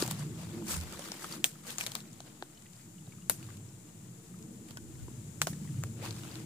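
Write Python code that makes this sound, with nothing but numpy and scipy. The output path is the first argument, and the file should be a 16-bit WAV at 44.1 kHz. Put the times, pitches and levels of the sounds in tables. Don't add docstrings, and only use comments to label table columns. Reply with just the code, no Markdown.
import sys
import numpy as np
from scipy import signal
from scipy.fft import rfft, irfft, next_fast_len
from scipy.io import wavfile
from scipy.ndimage import uniform_filter1d, map_coordinates

SR = 44100
rng = np.random.default_rng(int(sys.argv[2]) if len(sys.argv) > 2 else 0)


def generate_wav(sig):
    pcm = np.round(np.clip(np.atleast_2d(sig).T, -1, 1) * 32767).astype(np.int16)
    wavfile.write(sys.argv[1], SR, pcm)


def to_linear_factor(level_db):
    exponent = np.asarray(level_db, float) / 20
    return 10 ** exponent


N = 284451

# freq_hz, density_db
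HISS_LEFT = [(300, -8), (800, -13), (2200, -15.5), (4500, -17.5), (6000, -8.5), (7300, 0.5), (8500, -7),
             (10000, -8.5), (12000, -17.5), (15400, -16), (15900, -60)]
HISS_RIGHT = [(300, -3.5), (800, -5.5), (1500, -10), (2200, -11.5), (4500, -13), (6200, -22), (8500, -10.5),
              (10500, -16.5), (15400, -15), (15900, -66)]
# time_s, level_db, upper_drone_tilt_db, middle_drone_lean_db
DRONE = [(0.0, -49.5, 2.5, 0.5), (0.3, -45.5, -6, 5), (0.56, -47, 1, -1), (0.8, -53.5, 1.5, 6),
         (1.15, -63, 11, -0.5), (1.3, -56, 7, -2), (1.5, -61.5, 4, 4), (1.8, -58.5, 3.5, 0),
         (2.5, -62, 1, -1.5), (3.0, -57.5, -4.5, 4.5), (3.45, -53.5, -3, -3), (3.9, -57.5, -1.5, -0.5),
         (4.3, -54.5, -0.5, -1), (4.85, -53.5, 2, -4.5), (5.05, -48, -5.5, -13.5), (5.55, -42, -9, -1.5),
         (5.85, -43.5, -8.5, -6), (6.25, -47, 0.5, -8.5)]
# freq_hz, density_db
LOW_DRONE = [(35, -46), (60, -44), (102, 0.5), (124, 2.5), (145, -2.5), (190, -23.5), (300, -120)]
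MID_DRONE = [(80, -62), (125, -20), (150, -2), (180, 0), (264, -19.5), (300, -13.5), (390, -53),
             (660, -120)]
HIGH_DRONE = [(130, -19), (220, 3.5), (242, 1), (270, -8.5), (301, 1), (325, 1), (350, -1.5), (404, -12.5),
              (454, -7), (520, -19.5), (900, -29), (1170, -54), (1980, -120)]
# freq_hz, density_db
GROUND_THUD = [(20, -45), (38, -13), (55, 6), (85, 15.5), (110, -36)]
# start_s, level_db
THUMPS = [
    (0.43, -66),
    (0.79, -41.5),
    (4.83, -55),
    (5.03, -46.5),
    (5.69, -60),
    (5.89, -60),
    (6.11, -64),
]
# start_s, peak_db, pitch_hz
KNOCKS = [(0.024, -14.5, 342), (0.0235, -20, 562), (0.622, -30.5, 268), (0.993, -35, 470),
          (2.204, -32.5, 700), (2.4245, -21.5, 780), (3.182, -46, 248), (3.299, -26, 456), (3.43, -42, 250),
          (3.491, -40, 335), (4.344, -60, 301), (5.084, -34.5, 316), (5.4152, -45, 1090), (5.527, -32, 252)]
# start_s, peak_db, pitch_hz
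TICKS = [(0.161, -52, 1370), (0.226, -47, 1020), (1.554, -51, 1300), (1.651, -46, 1170),
         (1.3237, -36, 4590), (2.5466, -57, 5400), (2.574, -51.5, 3000), (2.6579, -55, 1980),
         (2.7624, -56, 4880), (2.795, -61, 2540), (2.983, -54.5, 2920), (3.0214, -59, 834),
         (3.0657, -56, 3840), (3.1248, -52, 2290), (3.1832, -57, 1230), (3.222, -56, 2880),
         (3.359, -47, 8500), (3.414, -57, 1100), (3.466, -57, 3720), (3.488, -49, 1150),
         (3.6004, -69, 1660), (3.6894, -56, 5370), (3.8504, -65, 1030), (3.888, -58, 2860),
         (4.341, -54, 1260), (4.9541, -60, 1020), (5.0664, -63, 912), (5.081, -48, 970), (5.675, -53, 1970),
         (6.354, -56, 4570)]
# start_s, peak_db, centre_hz, left_right_db
POPS = [(0.053, -33, 895, 5), (0.081, -36, 895, 2), (0.1108, -33.5, 910, 4), (0.195, -35, 7500, 4),
        (0.207, -39, 1500, 2), (0.3561, -48, 5000, 1), (0.5352, -58, 4000, 1), (0.622, -40.5, 934, 3),
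        (0.6764, -44, 1500, 2.5), (0.6898, -34, 5000, 2.5), (0.711, -33, 5530, 3.5), (0.728, -31, 5600, 3),
        (0.765, -37, 1500, 10), (0.9238, -37.5, 1460, 2), (0.931, -39.5, 1410, 4), (0.948, -46, 1000, 4),
        (0.9926, -35, 6200, 2.5), (1.0565, -43, 964, -1), (1.1185, -36, 690, -3), (1.2216, -40, 1290, 4.5),
        (1.2235, -43, 4700, 4), (1.251, -43, 1600, 1), (1.312, -44, 4500, 3), (1.336, -39, 1100, 11),
        (1.362, -46, 1100, 5), (1.784, -36, 2000, 0), (1.785, -37, 1100, 5), (1.805, -37, 8000, 3),
        (1.835, -37.5, 800, 5), (1.8636, -29, 8750, 1), (1.8645, -31, 2180, 8), (1.866, -37, 12500, 3),
        (1.878, -45, 2000, 3), (1.935, -47, 2500, 3), (1.919, -32, 3890, 4), (4.772, -39, 4830, -2),
        (4.772, -49, 12000, 2), (5.4145, -38, 10000, 1), (5.421, -24, 4500, 3), (5.651, -48, 900, -3),
        (5.828, -45, 1300, 1), (5.837, -38.5, 600, 0), (6.071, -43, 1500, 2), (6.126, -43, 8500, 2),
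        (1.952, -25.5, 13200, 13), (5.422, -22, 9500, -2), (5.4705, -30.5, 3200, 4),
        (6.108, -33.5, 4800, 3), (4.708, -40, 4000, 0), (2.204, -45, 1300, 4)]
# start_s, peak_db, centre_hz, left_right_db
SPECKS = [(0.163, -47, 3500, 3), (0.187, -44, 9000, 3), (0.202, -43, 4000, 3), (0.229, -41, 6000, 3),
          (0.059, -35, 10000, 3), (0.12, -36, 11000, 3), (0.901, -44, 8000, 3), (1.095, -44, 9000, 3),
          (1.327, -35, 7500, 4), (1.331, -41, 4600, 4), (1.832, -40, 13000, 3), (1.832, -38, 6000, 3),
          (1.838, -33, 4500, 3), (1.798, -37, 5000, 3), (2.012, -55, 1300, 2), (2.038, -54, 1200, 2),
          (2.054, -50, 2500, 2), (2.075, -47, 5000, 4), (2.115, -50, 5000, 2), (2.277, -50, 3000, 2),
          (2.665, -49, 2600, 2), (2.733, -47, 4800, 3), (2.796, -56, 1950, 2), (3.075, -52, 745, 1),
          (3.135, -53, 1300, 2), (3.214, -52, 3300, 2), (3.503, -48, 1290, 2), (3.571, -49, 3800, 2),
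          (4.437, -56, 1200, 1), (4.688, -50, 2000, -2), (4.709, -44, 900, -2), (4.716, -50, 4500, 0),
          (4.955, -49, 2500, -2), (5.427, -29, 11000, 0), (5.433, -33, 9000, -3), (5.534, -44, 2900, 0),
          (5.684, -52, 2500, 1), (5.69, -49, 2050, 1), (5.743, -50, 1250, 1), (5.813, -52, 3000, -5),
          (6.019, -45, 3100, 2), (6.047, -38.5, 1100, 2), (6.06, -43, 3200, 2), (6.125, -46, 5500, 2),
          (6.235, -39, 3200, 2), (6.288, -45, 3000, 2), (6.355, -39, 3600, 3), (6.315, -43, 4500, 2),
          (0.0235, -30, 1080, 3), (0.1115, -23, 13500, 0)]
# start_s, held_s, pressure_db, dryness_db
PRESSES = [(0.0, 0.019, -38, -2), (0.07, 0.14, -47, -7), (0.27, 0.14, -57, -9), (0.39, 0.22, -53, -9.5),
           (0.71, 0.021, -39, 1), (0.8, 0.1, -49.5, -7.5), (0.935, 0.26, -49, -5.5),
           (1.22, 0.14, -48.5, -3.5), (1.5, 0.095, -59.5, -5), (1.677, 0.046, -46.5, -4),
           (1.808, 0.0098, -43.5, -0.5), (1.87, 0.12, -54, -2.5), (2.06, 0.21, -64.5, -9),
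           (2.26, 0.087, -61.5, -12.5), (2.36, 0.31, -67, -9), (2.75, 0.072, -64.5, -3),
           (3.38, 0.16, -60.5, -4.5), (3.6, 0.79, -71, -16), (4.69, .02, -59, -7), (4.9, 0.86, -66.5, -9),
           (5.49, 0.015, -61.5, 9), (5.56, 0.36, -63.5, -5), (6.0, 0.031, -53, -18.5),
           (6.04, 0.046, -46, -8.5), (6.13, 0.15, -54, -6), (6.25, 0.16, -52.5, -9)]
# freq_hz, density_db
LEAF_BODY = [(250, -18), (600, -6.5), (1200, -2), (2200, -5.5), (3500, -5), (4800, -5.5), (7000, -19.5)]
LEAF_EDGE = [(3500, -5), (5400, -0.5), (7600, 3.5), (10000, -0.5), (13000, -5), (15400, -5), (15900, -43)]
MOULD = [(250, -10), (500, 10.5), (1200, 1), (2500, -14), (4500, -41)]
# freq_hz, gain_db
FLICK_BAND = [(300, -20), (600, 0), (15300, 0), (15800, -50)]
# freq_hz, level_db, t60_s
BRUSH = [(400, 13, 0.072), (2110, 15.5, 0.029), (7630, -2, 0.14), (14000, 6.5, 0.14), (15800, 8, 0.093),
         (15900, -9, .05)]
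# time_s, left_port_lag_ms
BEARING = [(0, 0), (1.1, -.16), (1.44, .06), (1.78, -.25), (2.43, -.2), (3.3, .04), (4.7, .28), (5.3, .25),
           (5.42, .08), (5.46, -.1), (5.84, -.09)]
# start_s, peak_db, pitch_hz, left_right_db
BRITTLE = [(0.053, -51, 6000, 0.0), (0.062, -31, 7850, -16), (0.0764, -28.5, 8000, 13),
           (0.108, -32, 9000, -15), (0.111, -23.5, 7440, 11), (0.1185, -38, 5200, -9),
           (0.8784, -45, 1400, 0), (0.924, -36, 7200, -11.5), (0.9924, -36, 574, -5),
           (1.085, -39.5, 1380, 5), (1.678, -36, 7450, 1), (1.7035, -32, 3520, 11), (1.783, -20.5, 6840, 8),
           (1.8644, -24.5, 3900, 9.5), (1.8695, -24, 3660, 5), (1.9176, -30.5, 7460, 10),
           (2.1301, -44, 6960, 12), (3.4274, -44, 2470, -1), (3.57, -40, 7360, 9), (4.3882, -47, 7400, -3),
           (4.6861, -46, 4800, -4), (4.7076, -41, 3000, -6)]
# start_s, peak_db, pitch_hz, left_right_db
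DAMP = [(0.0228, -19.5, 4600, 10), (0.8106, -30, 8020, 4), (1.1179, -24, 5300, 9.5), (1.243, -30, 1280, 6),
        (1.3237, -37, 4800, 16), (1.8092, -21, 2500, 4.5), (2.004, -38, 3800, 2), (2.2035, -35.5, 4230, 8),
        (2.6217, -44, 7400, 2), (2.732, -45, 7560, 13), (3.1219, -46, 2350, 2), (4.4254, -40, 6850, 3),
        (4.771, -31.5, 1520, 2.5), (5.5314, -40.5, 1800, -1), (6.1074, -36, 4600, 13),
        (6.1644, -38, 4800, 3), (6.2342, -44, 1330, -4), (6.355, -37, 4700, 12)]
# start_s, peak_db, left_right_db, scatter_db, suddenness (first break over tearing)
STICKS = [
    (1.4416, -5, 3.5, -14.5, 7.2),
    (1.952, -18.5, 4, -8.5, 6.2),
    (2.4233, -25, 5, -20, 13),
    (3.2961, -7.5, 7.5, -12, 3.8),
    (5.416, -8.5, 1.5, -14, 6.5),
    (5.469, -16.5, 0, -8, 2.3),
    (5.836, -23.5, 3.5, -17, 6.5),
]
# freq_hz, density_db
STICK_VOICES = [
    [(150, -45), (250, -13.5), (1300, -13), (1800, -5.5), (3350, 1.5), (4670, -13), (7900, 0.5),
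     (10600, -17), (15100, -8.5), (16500, -21)],
    [(240, -42), (400, -18), (971, 1), (1900, -8), (4070, -0.5), (8720, -6.5), (11000, -22), (13700, -20),
     (16500, -27)],
    [(150, -27), (350, 2), (700, -8), (1100, -22), (1600, -1), (2300, -17), (3900, -7.5), (5500, -25),
     (7900, -26), (16500, -60)],
    [(150, -40), (250, -6), (600, -8), (1020, -5.5), (2650, -12.5), (5760, -12), (7240, -4), (9500, -0.5),
     (11600, 1), (14900, -9), (16500, -32)],
    [(180, -38), (500, -8), (1450, 0), (3710, -7.5), (5500, -9.5), (7630, 1), (9490, -22), (13000, -12),
     (16500, -32)],
    [(180, -37), (300, -1.5), (650, 1), (1000, -5), (1450, -4), (3300, -21), (6560, -7), (13000, -25),
     (15400, -17), (16500, -50)],
    [(240, -36), (800, -12), (1390, -3.5), (4400, -19), (5600, -19), (7010, -6.5), (12500, -29),
     (13900, -10), (16500, -39)],
]
# freq_hz, gain_db
LEFT_PORT = [(4500, 0), (5800, 0.5), (7200, 1.5), (9200, -3.5), (12000, 0.5), (14500, 0.5)]
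# freq_hz, gain_db
PASS_BAND = [(22, -18), (45, 0), (15400, 0), (15800, -15), (16500, -24), (16800, -60)]

PRESS_RISE_DB_S, PRESS_FALL_DB_S, REST_DB, REST_EDGE_DB = 361, 239, -69.5, -74
DEBRIS_DB, DEBRIS_EDGE_DB, DEBRIS_LATE_S = -53, -33, 0.002
DEBRIS_RISE_DB_S, DEBRIS_FALL_DB_S, DEBRIS_GROWS = 12000, 304, 1.3
MOULD_DB, MOULD_PER_DRY = -14.5, -0.79


def along(points, hz):
    f, v = np.transpose(points)
    return np.interp(np.log(hz + 1), np.log(f + 1), v)


def unit(x):
    return x / np.sqrt(np.mean(x ** 2) + 1e-20)


def curves(rows):
    s, *cols = np.transpose(rows)
    return [np.interp(np.arange(N) / SR, s, c) for c in cols]


def wobble(rate_hz):
    return map_coordinates(rng.standard_normal(int(N * rate_hz / SR) + 4), [np.arange(N) * rate_hz / SR])


def coloured(x, spectrum):
    m = next_fast_len(N + 8192)
    gain = to_linear_factor(along(spectrum, np.fft.rfftfreq(m, 1 / SR)))
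    return unit(irfft(rfft(x, m) * gain, m)[..., :N])


def pair(alike):
    a, b = rng.standard_normal((2, N))
    turn = np.arccos(np.clip(alike, -1, 1)) / 2
    return np.array([np.cos(turn) * a + np.sin(turn) * b, np.cos(turn) * a - np.sin(turn) * b])


def band(x, lo_hz, hi_hz):
    y = signal.sosfilt(signal.butter(2, [lo_hz, hi_hz], "band", fs=SR, output="sos"), x)
    return y / np.abs(y).max()


def add(track, s, sound):
    start = round(s * SR)
    track[..., start:start + sound.shape[-1]] += sound


def sides(left_right_db):
    return np.array([[left_right_db / 2], [-left_right_db / 2]])


def fringed(x, depth_db, size=4096):
    z = signal.stft(x, nperseg=size)[2]
    field = uniform_filter1d(rng.standard_normal(z.shape[1:]), size=3, axis=0)
    field = uniform_filter1d(field, size=5, axis=1)
    return signal.istft(z * to_linear_factor(depth_db * unit(field)), nperseg=size)[1][:, :N]


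def swell(start, held, db, rise_db_s, fall_db_s):
    t = np.arange(0, N + 32, 32) / SR
    rise = rise_db_s * np.maximum(start - t, 0)
    fall = fall_db_s * np.maximum(t - start - held, 0)
    return to_linear_factor(2 * (db - rise - fall))


def level(power):
    return np.sqrt(np.interp(np.arange(N) / 32, np.arange(len(power)), power))


def hiss():
    stir_db = -55.5 + 0.24 * (curves(DRONE)[0] + 55)
    left = to_linear_factor(stir_db) * coloured(rng.standard_normal(N), HISS_LEFT)
    right = to_linear_factor(-62) * coloured(rng.standard_normal(N), HISS_RIGHT)
    return np.array([left, right])


def aircraft():
    low_db, tilt_db, lean_db = curves(DRONE)
    air = fringed(pair(0.98), depth_db=2.0)
    low = coloured(air, LOW_DRONE) + to_linear_factor(lean_db) * coloured(air, MID_DRONE)
    low = to_linear_factor(low_db + 1.96 * wobble(6.4)) * low
    high = coloured(fringed(pair(0.88), depth_db=2.5), HIGH_DRONE)
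    high = to_linear_factor(low_db + tilt_db + 1.87 * wobble(11)) * high
    rumble = to_linear_factor(low_db - 15.5) * coloured(pair(0.94), GROUND_THUD)
    return low + high + rumble


def thumps():
    power = sum(swell(s, 0, db, rise_db_s=118, fall_db_s=118) for s, db in THUMPS)
    return level(power) * coloured(pair(0.16), GROUND_THUD) * to_linear_factor(sides(-3))


def knocks():
    out, t = np.zeros(N + SR), np.arange(SR // 30) / SR
    for s, db, hz in KNOCKS:
        decay = to_linear_factor(db + 2.0 - 60 * t * hz / 7)
        add(out, s, decay * np.sin(2 * np.pi * hz * t) * (1 - np.exp(-t / 0.0011)))
    return out[:N]


def ticks():
    out, t = np.zeros((2, N + SR)), np.arange(SR // 50) / SR
    for s, db, hz in TICKS:
        shiver = rng.standard_normal((2, len(t))) * to_linear_factor(-60 * t / 0.027)
        shiver = band(shiver, hz * 0.9, hz * 1.5)
        ring = np.sin(2 * np.pi * hz * t) * to_linear_factor(-60 * t / 0.035) * (1 - np.exp(-t / 0.00049))
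        add(out, s, to_linear_factor(db + 5.5) * (0.52 * shiver + 0.5 * ring))
    return out[:, :N]


def fibres(break_size, t60):
    tear = rng.standard_normal((2, 1024)) * to_linear_factor(-60 * np.arange(1024) / SR / t60)
    tear[1] = tear[0] + 1.17 * tear[1]
    tear -= 0.076 * uniform_filter1d(tear, size=21, axis=1)
    tear[:, 3] += break_size
    return tear


def pops():
    out, span = np.zeros((2, N + SR)), 1.29
    for table, t60 in ((POPS, 0.015), (SPECKS, 0.013)):
        for s, db, hz, pan_db in table:
            pop = band(fibres(break_size=4.1, t60=t60), hz / span, min(hz * span, .45 * SR))
            add(out, s, to_linear_factor(db + sides(pan_db)) * pop)
    return out[:, :N]


def crackle(per_s, life_s, spread_db):
    breaks = (rng.random(N) < per_s / SR) * to_linear_factor(spread_db * rng.exponential(size=N))
    return unit(signal.lfilter([1], [1, -np.exp(-1 / (life_s * SR))], breaks))


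def grains(per_s, pitch_hz, cycles, spread_db):
    draw = rng.standard_normal((int(per_s * N / SR), 4))
    start = np.sort(rng.integers(0, N, len(draw)))
    t = np.arange(200) / SR
    hz = np.clip(pitch_hz * np.exp(0.695 * draw[:, :1]), 500, 14000)
    size = to_linear_factor(spread_db * np.abs(draw[:, 1:2]))
    ring = size * np.sin(2 * np.pi * hz * t) * np.exp(-t * hz / cycles)
    place = start[:, None] + np.arange(len(t))
    lag = (20 + 8 * np.clip(draw[:, 2:3], -2, 2)).astype(int)
    side = to_linear_factor(2 * draw[:, 3:])
    left = np.bincount((place + 20).ravel(), (ring * side).ravel())
    right = np.bincount((place + lag).ravel(), (ring / side).ravel())
    return unit(np.array([np.pad(x, (0, N))[:N] for x in (left, right)]))


def pressed(rest_db, per_dry):
    return sum(swell(s, held, rest_db + db + per_dry * dry, PRESS_RISE_DB_S, PRESS_FALL_DB_S)
               for s, held, db, dry in PRESSES)


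def debris(db):
    return sum(swell(s + DEBRIS_LATE_S, 0, DEBRIS_GROWS * (peak + 8) - 8 + db,
                     DEBRIS_RISE_DB_S, DEBRIS_FALL_DB_S) for s, peak, *_ in STICKS)


def leaves():
    crush = level(to_linear_factor(2 * REST_DB) + debris(DEBRIS_DB) + pressed(0, per_dry=0))
    bright = level(to_linear_factor(2 * REST_EDGE_DB) + debris(DEBRIS_EDGE_DB) + pressed(0, per_dry=1))
    damp = level(pressed(MOULD_DB, MOULD_PER_DRY))
    grain = .8 + .42 * crackle(per_s=500, life_s=.0015, spread_db=2.1)
    flicks = grains(per_s=1100, pitch_hz=3000, cycles=14.0, spread_db=0.0)
    body = coloured(grain * pair(0.018), LEAF_BODY) + 0.61 * coloured(flicks, FLICK_BAND)
    edge = coloured(grain * pair(0.024), LEAF_EDGE)
    mould = coloured(grain * pair(0.29), MOULD)
    rustle = to_linear_factor(-3.5) * crush * body + to_linear_factor(3.5) * bright * edge + damp * mould
    return rustle * to_linear_factor(sides(2.6) + 1.04 * wobble(30))


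def brush(size):
    hz, t, z = signal.stft(rng.standard_normal((2, size)), SR, nperseg=128)
    f, db, t60 = np.transpose(BRUSH)
    start_db = along(np.c_[f, db], hz)[:, None]
    fade = to_linear_factor(start_db - 60 * t / along(np.c_[f, t60], hz)[:, None])
    tail = signal.istft(z * fade, SR, nperseg=128)[1][:, :size]
    tail = tail * np.clip((np.arange(size) / SR - .0035) / .002, .12, 1)
    return tail / np.linalg.norm(tail[0])


def placed(out, s, snap, paler, pan_db, scatter_db):
    scatter = to_linear_factor(scatter_db) * signal.fftconvolve(paler, brush(size=6000), axes=1)
    side_db = sides(pan_db)
    heard = np.pad(snap, ((0, 0), (0, 5999))) * to_linear_factor(side_db) + scatter * to_linear_factor(0.21 * side_db)
    late = np.interp(s, *np.transpose(BEARING)) / 2000
    add(out[0], s + late, heard[0])
    add(out[1], s - late, heard[1])


def twigs():
    out, t = np.zeros((2, N + SR)), np.arange(1024) / SR
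    for table, crack_db in ((BRITTLE, -11), (DAMP, -30)):
        for s, db, hz, pan_db in table:
            tear = fibres(break_size=1.9, t60=0.015)
            ring = np.sin(2 * np.pi * hz * t) * to_linear_factor(-60 * t * hz / 18) * (1 - np.exp(-t / 0.000054))
            knock = band(rng.standard_normal(len(t)) * to_linear_factor(-60 * t / 0.026), 340, 1540)
            knock_db = -10 - 4.5 * np.log2(hz / 1000)
            crack = to_linear_factor(crack_db + 5.0) * band(tear, 4900, 12400)
            snap = 0.64 * band(tear, 2340, 8800) + 0.72 * ring + crack + to_linear_factor(knock_db) * knock
            snap = to_linear_factor(db + 2.5) * snap
            placed(out, s + 0.00065, snap, snap, pan_db, scatter_db=-14)
    return out[:, :N]


def impulse(spectrum, size):
    cep = irfft(np.log(to_linear_factor(along(spectrum, np.fft.rfftfreq(size, 1 / SR))) + 1e-4))
    cep[1:size // 2] *= 2
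    cep[size // 2 + 1:] = 0
    return irfft(np.exp(rfft(cep)))


def flat(x):
    z = rfft(x, 4096)
    return irfft(z / np.sqrt(uniform_filter1d(np.abs(z) ** 2, size=60, axis=1)))[:, :x.shape[1]]


def sticks():
    out = np.zeros((2, N + SR))
    for (s, db, pan_db, scatter_db, sudden), voice in zip(STICKS, STICK_VOICES):
        tear = flat(fibres(-sudden, t60=0.0048 + 0.021 / sudden))
        snap = signal.fftconvolve(tear, impulse(voice, size=1024)[None], axes=1)[:, :1024]
        snap *= to_linear_factor(db + 10.5) / np.linalg.norm(snap[0])
        paler = impulse([(hz, 0.63 * voice_db) for hz, voice_db in voice], size=1024)
        paler = np.linalg.norm(snap[0]) * paler[None] / np.linalg.norm(paler)
        placed(out, s + .0013, snap, paler, pan_db, scatter_db)
    return out[:, :N]


def ports(x):
    m = next_fast_len(N + 8192)
    hz, z = np.fft.rfftfreq(m, 1 / SR), rfft(x, m)
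    shared = 1 / (1 + (hz / 440) ** 2)
    z = shared * z.mean(axis=0) + (1 - shared) * z
    return irfft(z * to_linear_factor(along(LEFT_PORT, hz) * [[1], [-1]]), m)[:, :N]


def scene():
    air = hiss() + aircraft() + thumps()
    rustle = to_linear_factor(-0.6) * fringed(leaves(), depth_db=2.0, size=256)
    wood = knocks() + ticks() + pops() + twigs() + sticks()
    return ports(wood + rustle) + air


def low_pass(x):
    return signal.sosfilt(signal.butter(12, 16870, fs=SR, output="sos"), x)


def record(dry):
    m = next_fast_len(N + 8192)
    gain = to_linear_factor(along(PASS_BAND, np.fft.rfftfreq(m, 1 / SR)))
    cut = irfft(rfft(dry, m) * gain, m)[:, :N]
    rounded = cut / (1 + np.abs(cut / .82) ** 6) ** (1 / 6)
    return low_pass(rounded - .0004)


dry = scene()
out = record(dry)
generate_wav(out)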